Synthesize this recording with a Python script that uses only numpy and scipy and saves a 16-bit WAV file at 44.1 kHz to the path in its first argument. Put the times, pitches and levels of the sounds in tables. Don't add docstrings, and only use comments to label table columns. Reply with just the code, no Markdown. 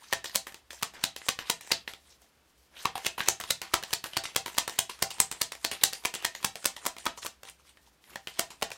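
import sys
import numpy as np
from scipy import signal
from scipy.fft import rfft, irfft
from scipy.io import wavfile
from scipy.ndimage import uniform_filter1d

SR = 44100
rng = np.random.default_rng(int(sys.argv[2]) if len(sys.argv) > 2 else 0)


def waveform_to_disk(signal):
    frames = np.transpose(np.atleast_2d(signal))
    scaled = np.clip(frames, -1, 1) * 32767
    samples = np.round(scaled).astype(np.int16)
    wavfile.write(sys.argv[1], SR, samples)


N = 386757

# (frequency [Hz], level before the thud share [dB])
BASS_POINTS = [(30, -11.5), (70, -4.5), (150, -3.5), (300, -3.5)]
# (frequency [Hz], level over crackle [dB])
TOP_POINT = (16500, -8)
THUD_HZ, SNAP_HZ, CRACKLE_HZ = 730, 3800, 8190
BASS_SHARE = 0.66
CRACK_MS, CLOSING = 0.16, 0.76
THIN, FULL = 0.38, 0.94
RATTLE_MS, RATTLE_DB = 2.83, -15
FOCUS = 0.14
AIR_IN_ROOM = 0.92


def slaps(air_db=8, air_q=4.96):
    landings = edges()
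    size = 4096
    close, around = np.zeros((2, N + size))
    hz = np.fft.rfftfreq(size, 1 / SR)
    knocks = edge_knocks(landings)

    power = abs(rfft(knocks, size)) ** 2
    broad_db = 10 * np.log10(uniform_filter1d(power, size=128, axis=1))
    fine_db = 10 * np.log10(uniform_filter1d(power, size=20, axis=1))

    for landing, knock, broad, fine in zip(landings, knocks, broad_db, fine_db):
        time_s, snap_db, thud_db, crackle_db, air_hz = landing
        shape = [(f, db + BASS_SHARE * thud_db) for f, db in BASS_POINTS]
        shape += [(THUD_HZ, thud_db), (SNAP_HZ, 0), (CRACKLE_HZ, crackle_db)]
        shape += [(TOP_POINT[0], TOP_POINT[1] + crackle_db)]
        colour_db = snap_db + read(shape, hz) + deck_db(hz)
        air_peak_db = air_db + np.clip(-FOCUS * crackle_db, 0, 7)
        air = air_peak_db * bump(hz, air_hz, air_hz / air_q)
        start = round(time_s * SR)
        close[start:][:size] += coloured(knock, colour_db + air - broad)
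        around[start:][:size] += coloured(knock, colour_db + AIR_IN_ROOM * air - fine)
    return close[:N], around[:N]


def edge_knocks(landings):
    ms = np.arange(300) * 1000 / SR
    snap_db = np.array(landings)[:, 1:2]
    spread_ms = np.interp(snap_db, [-10, 3, 9], [1.1, .65, .55])
    contacts = rng.standard_normal((len(landings), 2, 300))
    settling = np.minimum(abs(contacts[:, 1]), 2) ** 2
    rattle = gain_of(RATTLE_DB) * np.exp(-ms / RATTLE_MS) * settling
    crack_envelope = ms / CRACK_MS * np.exp(1 - ms / CRACK_MS)
    crack = signal.lfilter([1, -THIN], [1], contacts[:, 0] * crack_envelope)
    closing_envelope = CLOSING * np.sqrt(ms) * np.exp(-ms / spread_ms) + rattle
    closing = signal.lfilter([1], [1, -FULL], contacts[:, 0] * closing_envelope)
    return crack + closing


# (first edge time [s], second edge delay [ms], first snap [dB],
# second snap [dB], thud over snap [dB], crackle over snap [dB], trapped air pitch [Hz],
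# scrape before landing [dB])
PACKET_DROPS = [(0.1271, 6.6, 3.5, 3.5, -0.5, -3, 1780, -44.5),
                (0.354, 3.9, -2.5, 2.5, -2.5, 6.5, 4200, -42.5),
                (0.8261, 4.7, -0.5, 2.5, -2, -1.5, 1170, -45),
                (1.037, 2.2, -10, 6.5, -2.5, -2, 3960, -38.5), (1.2857, 3.9, 6, 8.5, -6, -5, 1180, -79),
                (1.4982, 2.58, 1.5, 3.5, 0, 2.5, 3700, -42), (1.7157, 3.5, 3.5, 10, -6.5, -6.5, 4630, -38),
                (2.851, 4.06, -12.5, 5.5, 4, -11, 1140, -53), (3.0629, 2.6, -2, 4.5, -2, -2.5, 2670, -37.5),
                (3.2833, 2.7, -4, 8, 0.5, 1.5, 6540, -41), (3.5051, 2.86, 2.5, 4, -5.5, 2, 3820, -39.5),
                (3.737, 3.6, 0, 9, 2.5, -3, 1220, -44), (3.9305, 4.46, 1, 4, -4, 0, 4500, -37.5),
                (4.168, 4.44, 1, 0.5, 3, -2, 4540, -44), (4.3602, 2.93, 2, 8, -3.5, -2, 670, -56),
                (4.5799, 3.8, 2, 9.5, -3.5, -1.5, 1150, -44), (4.7883, 2.23, 0.5, 4, -2, 5.5, 3200, -43.5),
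                (5.023, 2.76, -2.5, 2, 6, 5, 4900, -44), (5.2006, 1.56, -8.5, 6.5, 1, 5.5, 8200, -40),
                (5.414, 3.1, -3, 3.5, -2, 3, 4420, -43), (5.6444, 4, -4.5, 5, -2, -3.5, 4450, -44),
                (5.8351, 2.48, 1.5, 9.5, -2, 5.5, 3970, -63), (6.0507, 4.7, 0, 2.5, 1, 0, 2400, -46),
                (6.2474, 3.24, 1, 5.5, -4.5, -2, 1920, -36.5), (6.4453, 2.64, 2.5, 4, -2, 1.5, 1050, -42.5),
                (6.6545, 3.5, 2, 5, -3, 4, 1000, -38.5), (6.863, 3.9, -3, -2.5, 4, 5.5, 1190, -41.5),
                (7.064, 2.97, -0.5, 3, 2.5, -9, 1250, -40.5), (7.261, 4.4, -7, -5.5, -3.5, 0.5, 1200, -47),
                (8.3903, 3.85, -7.5, 4.5, 2.5, 2, 685, -48.5), (8.6231, 3.87, -1, 3, 3, -5, 600, -53)]
# (time [s], snap [dB], thud over snap [dB],
# crackle over snap [dB], trapped air pitch [Hz], scrape [dB])
DECK_TAPS = [(0.244, -9.5, 2.5, -6, 1840, -38.5), (0.2574, -8.5, -5, -12, 3920, -80),
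             (0.4696, -15.5, 9.5, -8, 1880, -41.5), (0.544, -12.5, -6.5, -6.5, 915, -58),
             (0.7062, -8.5, -8.5, -15.5, 1770, -45), (0.7311, -22, 8.5, 1, 856, -56),
             (0.939, -26, 8, -7, 1750, -49.5), (1.1632, -6, -4.5, -7, 697, -45.5),
             (1.216, -14.5, -4, -60, 1950, -68), (1.3897, 0, -3, -17.5, 1070, -43.5),
             (1.611, -23.5, 4, 7, 1800, -46.5), (1.7056, -20.5, 16, -36, 1920, -73),
             (1.877, -2, -5.5, -27, 2000, -41.5), (1.936, -15, 4.5, -8, 3600, -81),
             (2.2188, -44, 18.5, 14, 730, -63), (2.9551, -6.5, 6.5, -30, 754, -39),
             (3.1808, -17, 17.5, -29, 1006, -36.5), (3.205, 3.5, -2.5, -27, 1650, -43),
             (3.213, -9, -5, -13, 1760, -59), (3.402, -14, 4.5, 6.5, 706, -40),
             (3.438, -6, -3.5, -12, 1050, -68), (3.617, -3.5, -2.5, -5, 1000, -40.5),
             (3.8361, -1.5, -8, -9.5, 840, -53), (4.041, -4, 0.5, -5.5, 1670, -38),
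             (4.134, -12, -2, -15, 3100, -56), (4.238, -9.5, -5, -6, 2440, -40),
             (4.2543, -3, -5.5, -19, 2030, -51), (4.4609, -3, -0.5, -9.5, 934, -37),
             (4.6784, -4.5, 6, -0.5, 1840, -35.5), (4.8968, -8.5, 1, -9, 1000, -38.5),
             (5.1054, -9, -28, -4, 2740, -40), (5.3145, -6.5, 4.5, -0.5, 8040, -41),
             (5.5206, -6, -3, -6, 2020, -44.5), (5.715, -4.5, -4, -4.5, 2750, -36),
             (5.8127, -16, -14, -16, 3740, -47), (5.9327, -6, -8, -0.5, 4730, -42.5),
             (6.14, -7.5, 3, -2.5, 2860, -42), (6.1505, -6.5, -12, -3, 7530, -71),
             (6.351, -7.5, -4, -11.5, 1820, -43.5), (6.4284, -11.5, -2, -6, 960, -55),
             (6.556, -6, -7, -7.5, 685, -48.5), (6.6437, -9, 1, -4, 6120, -49),
             (6.7655, -10, -3.5, -15, 1950, -45.5), (6.9663, -16.5, 6.5, -8, 2070, -59),
             (6.984, -11, -10, -8.5, 696, -54), (7.0553, -8.5, 0, 2.5, 1040, -48),
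             (7.229, -7.5, -13, -24, 1730, -50), (7.2492, -22.5, 21, 8.5, 10100, -55),
             (7.433, -17, 5.5, -2, 1040, -59), (7.452, -22.5, 5, -6, 3660, -62),
             (7.498, -32.5, 10, 14, 9000, -89), (7.772, -28, 4, -14.5, 1830, -71),
             (8.04, -24.5, -13, -16, 2130, -74), (8.1576, -9, 7, -5, 1790, -73),
             (8.2725, -6.5, 2.5, -10.5, 2960, -44.5), (8.505, -21, 10, -5, 8100, -45),
             (8.717, -10, 1, -8, 2520, -44)]
# (time [s], snap [dB], trapped air pitch [Hz])
CORNER_TICKS = [(0.296, -20, 1780), (0.347, -11, 2500), (0.523, -24, 1730), (0.815, -25, 4690),
                (1.265, -20, 860), (1.406, -21, 3000), (1.674, -20.5, 1740), (1.894, -23, 2150),
                (2.839, -24, 1950), (2.979, -11.5, 1090), (3.048, -11, 3360), (3.196, -11, 2900),
                (3.262, -19, 1095), (3.275, -13, 2915), (3.411, -10, 3360), (3.827, -13, 1670),
                (3.907, -18, 3080), (4.059, -14, 1580), (4.348, -19.5, 2630), (4.48, -13, 1860),
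                (4.5, -23, 900), (4.544, -23, 1000), (4.549, -19.5, 2800), (4.57, -15, 1500),
                (4.696, -10, 5500), (4.991, -23, 886), (5.113, -14.5, 2780), (5.184, -20, 3230),
                (5.325, -11.5, 7800), (5.552, -18, 2200), (5.73, -16.5, 3000), (5.7358, -14, 4500),
                (5.928, -15, 2020), (6.038, -20, 3490), (6.155, -10.5, 3530), (6.225, -18, 1160),
                (6.854, -8, 1074), (7.176, -18, 573), (8.282, -18.5, 3060), (8.614, -20, 650),
                (8.704, -16, 755)]
TICK_THUD_DB, TICK_CRACKLE_DB = 4.5, -3.5
FIRST_THUD_DB, FIRST_CRACKLE_DB = 3, -5


def edges():
    first, second = [], []
    for s, delay_ms, first_db, second_db, thud_db, crackle_db, air_hz, _ in PACKET_DROPS:
        first.append((s, first_db, thud_db + FIRST_THUD_DB, crackle_db + FIRST_CRACKLE_DB, air_hz))
        second.append((s + delay_ms / 1000, second_db, thud_db, crackle_db, air_hz))
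    taps = [row[:-1] for row in DECK_TAPS]
    ticks = [(s, db, TICK_THUD_DB, TICK_CRACKLE_DB, air_hz) for s, db, air_hz in CORNER_TICKS]
    return first + second + taps + ticks


# (frequency [Hz], width [Hz], peak [dB])
DECK_MODES = [(525, 220, 3), (983, 222, 4.5), (1855, 87, 3), (2660, 280, 1), (3090, 900, 2)]


def deck_db(hz):
    return sum(db * bump(hz, f, width) for f, width, db in DECK_MODES)


# (middle [s], length [s], level [dB])
STROKES = [(0.048, 0.069, -52.5), (2.103, 0.094, -61), (2.794, 0.1, -50), (7.185, 0.027, -46.5),
           (7.228, 0.017, -47), (7.485, 0.032, -50), (1.266, 0.071, -54), (7.599, 0.021, -62.5),
           (7.68, 0.06, -57.5), (7.876, 0.029, -62), (8.116, 0.097, -53.5)]
# (frequency [Hz], relative density [dB per Hz])
RUB_SPECTRUM = [(100, -38), (200, -4.5), (1100, -9), (2000, -2.5), (9000, -4.5), (15000, -17),
                (16500, -48.5)]
SCRAPE_DB_PER_S, APPROACH_DB_PER_S = 290.5, 314
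SCRAPE_LEAD_S = 0.0018
TOUCH_S, LOOSE_DB = 0.0075, -4.5
SCRAPE_AIR_DB, SCRAPE_AIR_Q = 4, 5
FLUTTER_DB = -7


def slides(patchy_db=2.0, flicker_limit_db=7.0, colour_db=4.0):
    hop = 64
    hz = np.fft.rfftfreq(256, 1 / SR)[:, None]
    t = np.arange(N // hop + 5) * hop / SR
    patches = rng.standard_normal((len(t), len(hz), 2)).T
    fine = smooth_field(patches[0], bins=5, frames=14)
    broad = smooth_field(patches[1], bins=24, frames=50)
    flicker = np.tanh(0.4 * evened(uniform_filter1d(rng.standard_normal(len(t)), size=4)))

    touch_s, air_hz = np.array(DECK_TAPS)[:, [0, 4]].T
    latest_touch = np.maximum(np.searchsorted(touch_s - SCRAPE_LEAD_S, t) - 1, 0)
    gap_hz = air_hz[latest_touch]
    song_db = SCRAPE_AIR_DB * bump(hz, gap_hz, gap_hz / SCRAPE_AIR_Q)

    field_db = read(RUB_SPECTRUM, hz) + deck_db(hz) + song_db
    field_db = field_db + patchy_db * fine + colour_db * broad + flicker_limit_db * flicker
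    hiss = evened(noise(field_db, size=256))
    grainy = evened(hiss + gain_of(FLUTTER_DB) * flutter())
    return grainy * np.interp(np.arange(N) / SR, t, slide_level(t))


def slide_level(t):
    level = np.zeros(len(t))
    for s, length_s, db in STROKES:
        level += gain_of(db) * np.exp(-(2 * (t - s) / length_s) ** 2)
    for s, *_, db in DECK_TAPS:
        level += gain_of(db - SCRAPE_DB_PER_S * abs(t - s)) * (t >= s - SCRAPE_LEAD_S)
    for s, *_, db in PACKET_DROPS:
        loose_db = LOOSE_DB * (t < s - TOUCH_S)
        level += gain_of(db - APPROACH_DB_PER_S * abs(t - s) + loose_db) * (t < s)
    return level


FLUTTER_HZ = (900, 7000)
FLUTTER_CYCLES = 2.07


def flutter(ticks_per_s=350, spread_db=4.0, count=24):
    size_db = spread_db * np.minimum(rng.exponential(1, N), 3)
    size = gain_of(size_db) * (rng.random(N) < ticks_per_s / SR)
    corner = rng.integers(0, count, N)
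    t, out = np.arange(400) / SR, np.zeros(N)
    for k, hz in enumerate(np.geomspace(*FLUTTER_HZ, count)):
        fade = t * hz * 2 / FLUTTER_CYCLES
        ring = fade * np.exp(-fade) * np.sin(2 * np.pi * hz * t)
        out += signal.oaconvolve(size * (corner == k), ring)[:N]
    return evened(out)


# (delay [ms], level before dulling [dB])
CLOSE_ECHOES = [(2.9, -30), (5.3, -22), (8.8, -15.5), (11.2, -19), (15, -19.5), (19.5, -24.5)]
# (frequency [Hz], decay time T60 [s], relative level [dB])
TAIL_BANDS = [(202, 0.27, -9.5), (794, 0.19, -12.5), (2780, 0.23, -11), (7410, 0.16, -5),
              (11480, 0.18, -17), (16000, .1, -12.5)]
# (frequency [Hz], peak [dB])
STANDING_WAVES = [(676, 10.5), (782, 12.5), (1085, 3), (1390, 1), (1820, 6)]
TAIL_GAIN_DB = -11.5


def room(close, around, gap_ms=12, dull=0.12, standing_width_hz=35):
    near = np.zeros(2048)
    for ms, db in CLOSE_ECHOES:
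        near[round(ms * SR / 1000)] = gain_of(db)
    near = signal.lfilter([1 - dull], [1, -dull], near)
    tails = room_tails(gap_ms, standing_width_hz)
    phase = 1.295 * np.arange(N) / SR + np.arange(3)[:, None] / 3
    pattern_gains = np.sqrt(2 / 3) * np.cos(np.pi * phase)
    wet = signal.fftconvolve(around * pattern_gains, tails, axes=1)[:, :N].sum(0)
    return signal.oaconvolve(close, near)[:N] + gain_of(TAIL_GAIN_DB) * wet


def room_tails(gap_ms, standing_width_hz):
    length, spacing = SR // 2, 20
    taps = np.zeros((3, length))
    starts = np.arange(0, length - spacing, spacing)
    places = starts + rng.integers(0, spacing, (3, len(starts)))
    np.put_along_axis(taps, places, rng.choice([-1., 1.], (3, len(starts))), 1)
    hz, t, spectra = signal.stft(taps, SR, nperseg=256)
    bands = np.array(TAIL_BANDS)
    t60_s = read(bands[:, :2], hz)[:, None]
    wall_db = read(bands[:, ::2], hz)[:, None]
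    decayed = spectra * gain_of(wall_db - 60 * t / t60_s)
    tails = signal.istft(decayed, SR, nperseg=256)[1][:, :length]
    tails *= np.clip(np.arange(length) * 1000 / SR / gap_ms, 0, 1) ** 2
    hz = np.fft.rfftfreq(32768, 1 / SR)
    standing_db = sum(db * bump(hz, f, standing_width_hz) for f, db in STANDING_WAVES)
    return coloured(tails, standing_db)


# (frequency [Hz], relative density [dB per Hz])
HISS_SPECTRUM = [(20, -18), (40, -28.5), (120, -13.5), (300, -14.5), (1200, -19.5), (5000, -23.5),
                 (10000, -28), (15000, -30.5), (16500, -43)]
# (frequency [Hz], width [Hz], level [dB])
MACHINE_HUM = (64, 9, -72.5)
HISS_DB = -67


def floor(flicker_limit_db=4.0, from_hz=2500):
    hz, frames = np.fft.rfftfreq(4096, 1 / SR), np.zeros(N // 1024 + 5)
    hiss = evened(noise(read(HISS_SPECTRUM, hz)[:, None] + frames, size=4096))
    treble = signal.lfilter(*signal.butter(2, from_hz, "high", fs=SR), hiss)
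    drift = uniform_filter1d(rng.standard_normal(N), size=1200)
    flicker = np.tanh(evened(uniform_filter1d(drift, size=1200)))
    hiss = hiss + treble * (gain_of(flicker_limit_db * flicker) - 1)
    hum_hz, width_hz, hum_db = MACHINE_HUM
    hum_shape_db = 20 * np.log10(bump(hz, hum_hz, width_hz))[:, None]
    hum = evened(noise(hum_shape_db + frames, size=4096))
    return gain_of(HISS_DB) * hiss + gain_of(hum_db) * hum


def gain_of(db):
    return 10 ** (np.asarray(db) / 20)


def evened(x):
    return x / np.sqrt(np.mean(x ** 2) + 1e-20)


def smooth_field(x, bins, frames):
    return evened(uniform_filter1d(uniform_filter1d(x, size=bins, axis=0), size=frames, axis=1))


def read(points, hz):
    f, value = np.transpose(points)
    return np.interp(np.log(hz + 1), np.log(f + 1), value)


def bump(hz, centre_hz, width_hz):
    return 1 / (1 + (2 * (hz - centre_hz) / width_hz) ** 2)


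def coloured(x, db):
    log_gain = np.log(gain_of(np.r_[db, db[-2:0:-1]]))
    response = np.exp(np.conj(signal.hilbert(log_gain)))[:len(db)]
    return irfft(rfft(x, len(log_gain)) * response)


def noise(field_db, size):
    a, b = rng.standard_normal(field_db.shape[::-1] + (2,)).T
    spectra = (a + 1j * b) * gain_of(field_db)
    return signal.istft(spectra, nperseg=size, noverlap=size - size // 4)[1][:N]


def scene():
    close, around = slaps()
    rub = slides()
    return (close + rub + room(close + rub, around + rub) + floor())[None]


EDGE_HZ = 16200


def record(dry):
    lowpass = signal.firwin(511, EDGE_HZ, window=("kaiser", 9), fs=SR)
    return signal.oaconvolve(dry, lowpass[None], "same")


dry = scene()
out = record(dry)
waveform_to_disk(out)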